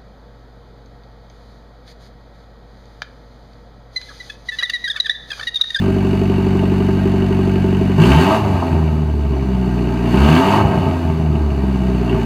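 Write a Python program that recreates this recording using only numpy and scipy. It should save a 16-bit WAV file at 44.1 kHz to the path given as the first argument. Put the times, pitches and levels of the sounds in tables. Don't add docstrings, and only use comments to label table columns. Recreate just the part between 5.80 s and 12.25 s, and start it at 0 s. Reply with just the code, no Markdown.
import sys
import numpy as np
from scipy import signal
from scipy.fft import rfft, irfft, next_fast_len
from scipy.io import wavfile
from scipy.ndimage import uniform_filter1d, minimum_filter1d, map_coordinates

SR = 44100
rng = np.random.default_rng(int(sys.argv[2]) if len(sys.argv) > 2 else 0)


def digitize_waveform(pressure):
    field = np.atleast_2d(pressure).T
    bounded = np.clip(field, -1, 1)
    quanta = np.round(bounded * 32767).astype(np.int16)
    wavfile.write(sys.argv[1], SR, quanta)


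N = 284445

# (time [s], firing rate [Hz])
FIRING_RATE = [(0.0, 48), (0.4, 47.98), (0.8, 47.32), (1.4, 47.86), (2.16, 47.04), (2.26, 58.78),
               (2.42, 85.26), (2.56, 110.28), (2.77, 88.94), (3.03, 79.56), (3.3, 74.53), (3.72, 63.83),
               (4.1, 59.55), (4.31, 59.35), (4.53, 78.57), (4.69, 99.3), (4.79, 106.1), (4.93, 93.43),
               (5.17, 85.23), (5.53, 76.4), (5.8, 67.09), (6.45, 57.2)]
CYLINDER_DB = [1, 1.5, 0.5, 5.5]
RASP_LOPE_DB = [1, -1.5, 2, 5.5]
# (frequency [Hz], level [dB])
BOOM = [(47, -25), (59, -22), (66, -17), (78, -19.5), (87, -29), (100, -29), (124, -28.5), (136, -27.5),
        (146, -32.5), (154, -17.5), (175, -29), (189, -14), (205, -20.5), (217, -14.5), (236, -18),
        (259, -15.5), (281, -24), (400, -27.5)]
# (trim [dB], open throttle [dB], hard pull [dB], revs [dB/octave], overrun [dB])
ORDER_MIX = [(-0.6, -7.5, 8, 12.5, -5), (12, 7, 7, -14.5, 1.4), (9.5, 9, -4.5, -14.5, -8),
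             (-1, 5, 1, -5.5, -7.5), (-3.5, -9, 4, -8, -3.5), (-2.5, 1, 7, -20, 0)]
# (idle level [dB], open throttle [dB], hard pull [dB], revs [dB/octave], overrun [dB])
BURBLE_MIX = (-26, -4, 3.5, 4.5, -5)
THROB_MIX = (-21, 6, 1, -5, -5)
RASP_MIX = (-31.5, 7.5, 1, 7, -8)
CLATTER_MIX = (-38, 9.5, 3, 1.5, -9)
HISS_MIX = (-38, 8.5, 4, 2.5, -6.5)
BUZZ_MIX = (-52, 20.5, 5, -3.5, -6)
# (frequency [Hz], width [Hz], gain [dB])
SILENCER_MODES = [(71, 14.2, -1.5), (110.5, 21, -4), (147.7, 25, 1.5), (216.5, 20.2, 1)]
PIPE_MODES = [(261.5, 30, 1.5), (308, 15, 2.5), (346.5, 19.6, -3), (389, 37.7, 5.5), (398.8, 96, -15.5)]
RASP_MODES = [(530, 114, -8.5), (648.2, 49.4, 5), (723.7, 20.7, 0.5), (819, 65, -6.5), (885, 23.3, 1.5),
              (954, 102, -8), (1066, 50, -8), (1165, 41, -7.5), (1266, 56, -9)]
BAY_MODES = [(1454, 75, -4), (1578.6, 60, 6), (1760, 80, -5.5), (1887, 71, 3), (2203, 270, -2),
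             (2640, 280, -2), (2900, 284, 2.5), (2800, 330, -5.5)]
SHEET_MODES = [(2690, 110, -10.5), (2814, 79, -2), (3065, 40, -2), (3420, 280, -18)]
# (frequency [Hz], gain [dB])
SILENCER_EQ = [(20, 4.5), (55, 0), (240, -1), (400, -22), (1000, -21.5)]
PIPE_EQ = [(120, -20), (220, -4), (250, 0), (420, 0), (600, -6), (900, -18), (2000, -45)]
RASP_EQ = [(300, -6), (500, -2), (630, -1), (880, 1), (1300, .5), (1450, -4), (3000, -15)]
BAY_EQ = [(500, -3), (1400, 6.5), (3080, 0.5), (3300, -1), (6000, -5)]
SHEET_EQ = [(1500, -6), (2600, -13), (3600, -10.5), (6000, -12)]
# (frequency [Hz], gain [dB])
EDGE_EQ = [(700, -30), (860, 0)]
JET_EQ = [(1900, 0.5), (3200, -8.5), (3500, -3), (3950, -4), (4450, -1.5), (4900, -9.5), (6000, -11),
          (7200, -11.5), (7900, -16), (9600, -16), (10400, -21.5), (11200, -17), (15800, -23.5)]
# (frequency [Hz], time to fall 60 dB [s])
GARAGE_DECAY = [(100, 0.94), (1000, 0.27), (4000, 0.039), (14000, 0.036)]
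# (time [s], peak level [dB])
POPS = [(0.825, -19.5), (2.822, -9.5)]
# (pedal down [s], time to open [s], end of hard pull [s], pedal up [s],
# opening [0-1], overrun depth [factor])
BLIPS = [(2.164, 0.057, 2.415, 2.553, .92, 1.13), (4.22, 0.28, 4.56, 4.765, 0.99, 0.84)]
# (time [s], burble lift [dB])
STUMBLES = [(2.97, 3), (3.55, 3), (4.83, 6), (4.942, 4), (5.08, 3.5), (5.57, 3), (6.33, 4)]

IDLE_HZ, TOP_HZ = 47.5, 15800
BUILD_S = 0.031
SLACKEN_S, SHUT_S = 0.062, 0.071
STARVE_DELAY_S, STARVE_S, RECOVER_S = 0.2, 0.57, 1.02
RAGGED_IDLE, RAGGED_PER_OCTAVE, RAGGED_PULL, RAGGED_STUMBLE = 0.087, 0.5, 0.49, 0.18
WAVER_DB, WAVERS_PER_S = 4, 14
STUMBLE_S, STUMBLE_SPILL = 0.056, 0.72
RATTLE_AT_S, RATTLE_S, RATTLE_DB = 6.3, 0.029, 19


def amp(db):
    return 10 ** (np.asarray(db) / 20)


def steady(x):
    power = uniform_filter1d(uniform_filter1d(x ** 2, size=SR // 6), size=SR // 12)
    return x / np.sqrt(np.abs(power) + 1e-20)


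def along(points, hz):
    f, v = np.transpose(points)
    return np.interp(np.log(hz + 1), np.log(f + 1), v)


def filtered(x, response):
    m = next_fast_len(N + SR // 2)
    return irfft(rfft(x, m) * response(np.fft.rfftfreq(m, 1 / SR)), m)[:N]


def resonate(x, modes, eq):
    def response(f):
        peaks = sum(amp(db) / (1 + (2 * (f - hz) / width) ** 2) for hz, width, db in modes)
        cepstrum = irfft(np.log(peaks * amp(along(eq, f)) + 1e-7))
        cepstrum[1:len(f) - 1] *= 2
        cepstrum[len(f):] = 0
        return np.exp(rfft(cepstrum))
    return filtered(x, response)


def envelope(start, attack_s, end, release_s):
    t = np.arange(N) / SR
    return np.clip(np.minimum((t - start) / attack_s, 1 - (t - end) / release_s), 0, 1)


def swell(at_s, half_s):
    return np.exp(-((np.arange(N) / SR - at_s) / half_s) ** 2)


def wobble(knots_per_s):
    knots = rng.standard_normal(int(N * knots_per_s / SR) + 4)
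    return map_coordinates(knots, [np.arange(N) * knots_per_s / SR])


def firings(turns, ragged, scatter, jitter_s):
    at = np.flatnonzero(np.diff(np.floor(turns)) > 0)
    size_luck, time_luck = rng.standard_normal((len(at), 2)).T
    size = amp(np.resize(CYLINDER_DB, len(at))) * np.abs(1 + scatter * ragged[at] * size_luck)
    late = np.round(jitter_s * SR * ragged[at] * time_luck).astype(int)
    return np.clip(at + late, 0, N - 1), size


def puffs(at, size, decay_s, floor):
    flare = signal.lfilter([1], [1, -np.exp(-1 / (decay_s * SR))], np.bincount(at, size, N))
    flare = uniform_filter1d(flare, size=SR // 400)
    return (steady(flare) + floor) * rng.standard_normal(N)


def drone(turns, order_db, dispersion_rad):
    return sum(amp(db) * np.sin(2 * np.pi * k * turns + dispersion_rad * k * (1 - k))
               for k, db in enumerate(order_db, 1))


def burble(at, size):
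    uneven = np.bincount(at, size - uniform_filter1d(size, size=4), N)
    return steady(resonate(uneven, SILENCER_MODES, SILENCER_EQ))


def throb(at, size, ragged, gas_share):
    kicks = size - 0.59 * uniform_filter1d(size, size=4)
    pulses = steady(np.bincount(at, kicks, N))
    gas = gas_share * ragged * puffs(at, size, decay_s=0.016, floor=1.0)
    return steady(resonate(pulses + gas, PIPE_MODES, PIPE_EQ))


def rasp(at, size, throttle, gas_share, bite):
    accent_db = np.resize(RASP_LOPE_DB, len(at)) + 0.83 * rng.standard_normal(len(at))
    strength = np.sqrt(size) * amp(accent_db)
    fronts = steady(np.bincount(at, strength, N))
    gas = gas_share * puffs(at, strength, decay_s=0.02, floor=0.78)
    bark = resonate(fronts + gas, RASP_MODES, RASP_EQ)
    edge = filtered(bark, lambda f: amp(along(EDGE_EQ, f)))
    return steady(bark + bite * throttle * edge)


def garage(x, wet_db):
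    hz, t, noise = signal.stft(rng.standard_normal(SR // 2), SR, nperseg=256)
    decay = amp(-60 * t / along(GARAGE_DECAY, hz)[:, None])
    tail = signal.istft(noise * decay, SR, nperseg=256)[1]
    return x + amp(wet_db) * signal.fftconvolve(x, tail / np.linalg.norm(tail))[:N]


def clatter(at, size):
    strength = np.sqrt(size) * amp(6.0 * rng.standard_normal(len(at)))
    ticks = puffs(at, strength, decay_s=0.0033, floor=2.0)
    return steady(garage(resonate(ticks, BAY_MODES, BAY_EQ), wet_db=-10.5))


def hiss(at):
    spurts = puffs(at, np.ones(len(at)), decay_s=0.0055, floor=2.7)
    jet = filtered(spurts, lambda f: amp(along(JET_EQ, f)))
    return steady(garage(jet, wet_db=-3.5))


def buzz(at, size):
    shakes = puffs(at, size, decay_s=0.00093, floor=0.23)
    return steady(resonate(shakes, SHEET_MODES, SHEET_EQ))


def whistle(centre_hz, width_hz):
    sliver = filtered(rng.standard_normal(N), lambda f: np.exp(-((f - centre_hz) / width_hz) ** 2))
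    return sliver / np.sqrt(np.mean(sliver ** 2) + 1e-20)


def pops(decay_s):
    out, t = np.zeros(N), np.arange(N) / SR
    for s, db in POPS:
        burst = (t >= s) * np.exp(-np.abs(t - s) / decay_s) * rng.standard_normal(N)
        pop = resonate(burst, RASP_MODES, RASP_EQ)
        out += amp(db) * pop / np.abs(pop).max()
    return out


def pedal():
    throttle, pull, overrun = np.zeros((3, N))
    for down, open_s, eased, up, opening, depth in BLIPS:
        throttle += opening * envelope(down, open_s, up, SHUT_S)
        pull += envelope(down, open_s + BUILD_S, eased, SLACKEN_S)
        starved = up + STARVE_DELAY_S
        overrun += depth * envelope(starved, STARVE_S, starved + STARVE_S, RECOVER_S)
    return throttle, pull, overrun


def scene():
    rate_hz = np.interp(np.arange(N) / SR, *np.transpose(FIRING_RATE))
    octaves = np.log2(rate_hz / IDLE_HZ)
    throttle, pull, overrun = pedal()
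    controls = np.array([np.ones(N), throttle, pull, octaves, overrun])
    fader = lambda mix: amp(np.dot(mix, controls))
    stumble = sum(swell(s, STUMBLE_S) for s, _ in STUMBLES)
    stumble_db = sum(db * swell(s, STUMBLE_S) for s, db in STUMBLES)
    spill = amp(STUMBLE_SPILL * stumble_db)
    rattle = amp(RATTLE_DB * swell(RATTLE_AT_S, RATTLE_S))
    ragged = RAGGED_IDLE + RAGGED_PER_OCTAVE * octaves + RAGGED_PULL * pull + RAGGED_STUMBLE * stumble
    ragged = np.clip(ragged, 0, 1)
    order_db = []
    for k, mix in enumerate(ORDER_MIX, 1):
        waver_db = WAVER_DB * ragged * wobble(WAVERS_PER_S)
        order_db.append(along(BOOM, k * rate_hz) + np.dot(mix, controls) + waver_db)
    turns = np.cumsum(rate_hz) / SR + 1 / 6
    at, size = firings(turns, ragged, scatter=0.78, jitter_s=0.00063)
    return (drone(turns, order_db, dispersion_rad=np.pi / 6)
            + fader(BURBLE_MIX) * amp(stumble_db) * burble(at, size)
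            + fader(THROB_MIX) * spill * throb(at, size, ragged, gas_share=2.6)
            + fader(RASP_MIX) * spill * rasp(at, size, throttle, gas_share=1.85, bite=0.85)
            + fader(CLATTER_MIX) * spill * clatter(at, size)
            + fader(BUZZ_MIX) * rattle * buzz(at, size)
            + fader(HISS_MIX) * hiss(at)
            + amp(-68.5) * whistle(centre_hz=6050, width_hz=16)
            + pops(decay_s=0.006))


def record(dry):
    needed = 1 / np.maximum(np.abs(dry), 1)
    gain = uniform_filter1d(minimum_filter1d(needed, size=SR // 100), size=SR // 100)
    return filtered(dry * gain, lambda hz: hz < TOP_HZ)


dry = scene()
out = record(dry)
digitize_waveform(out)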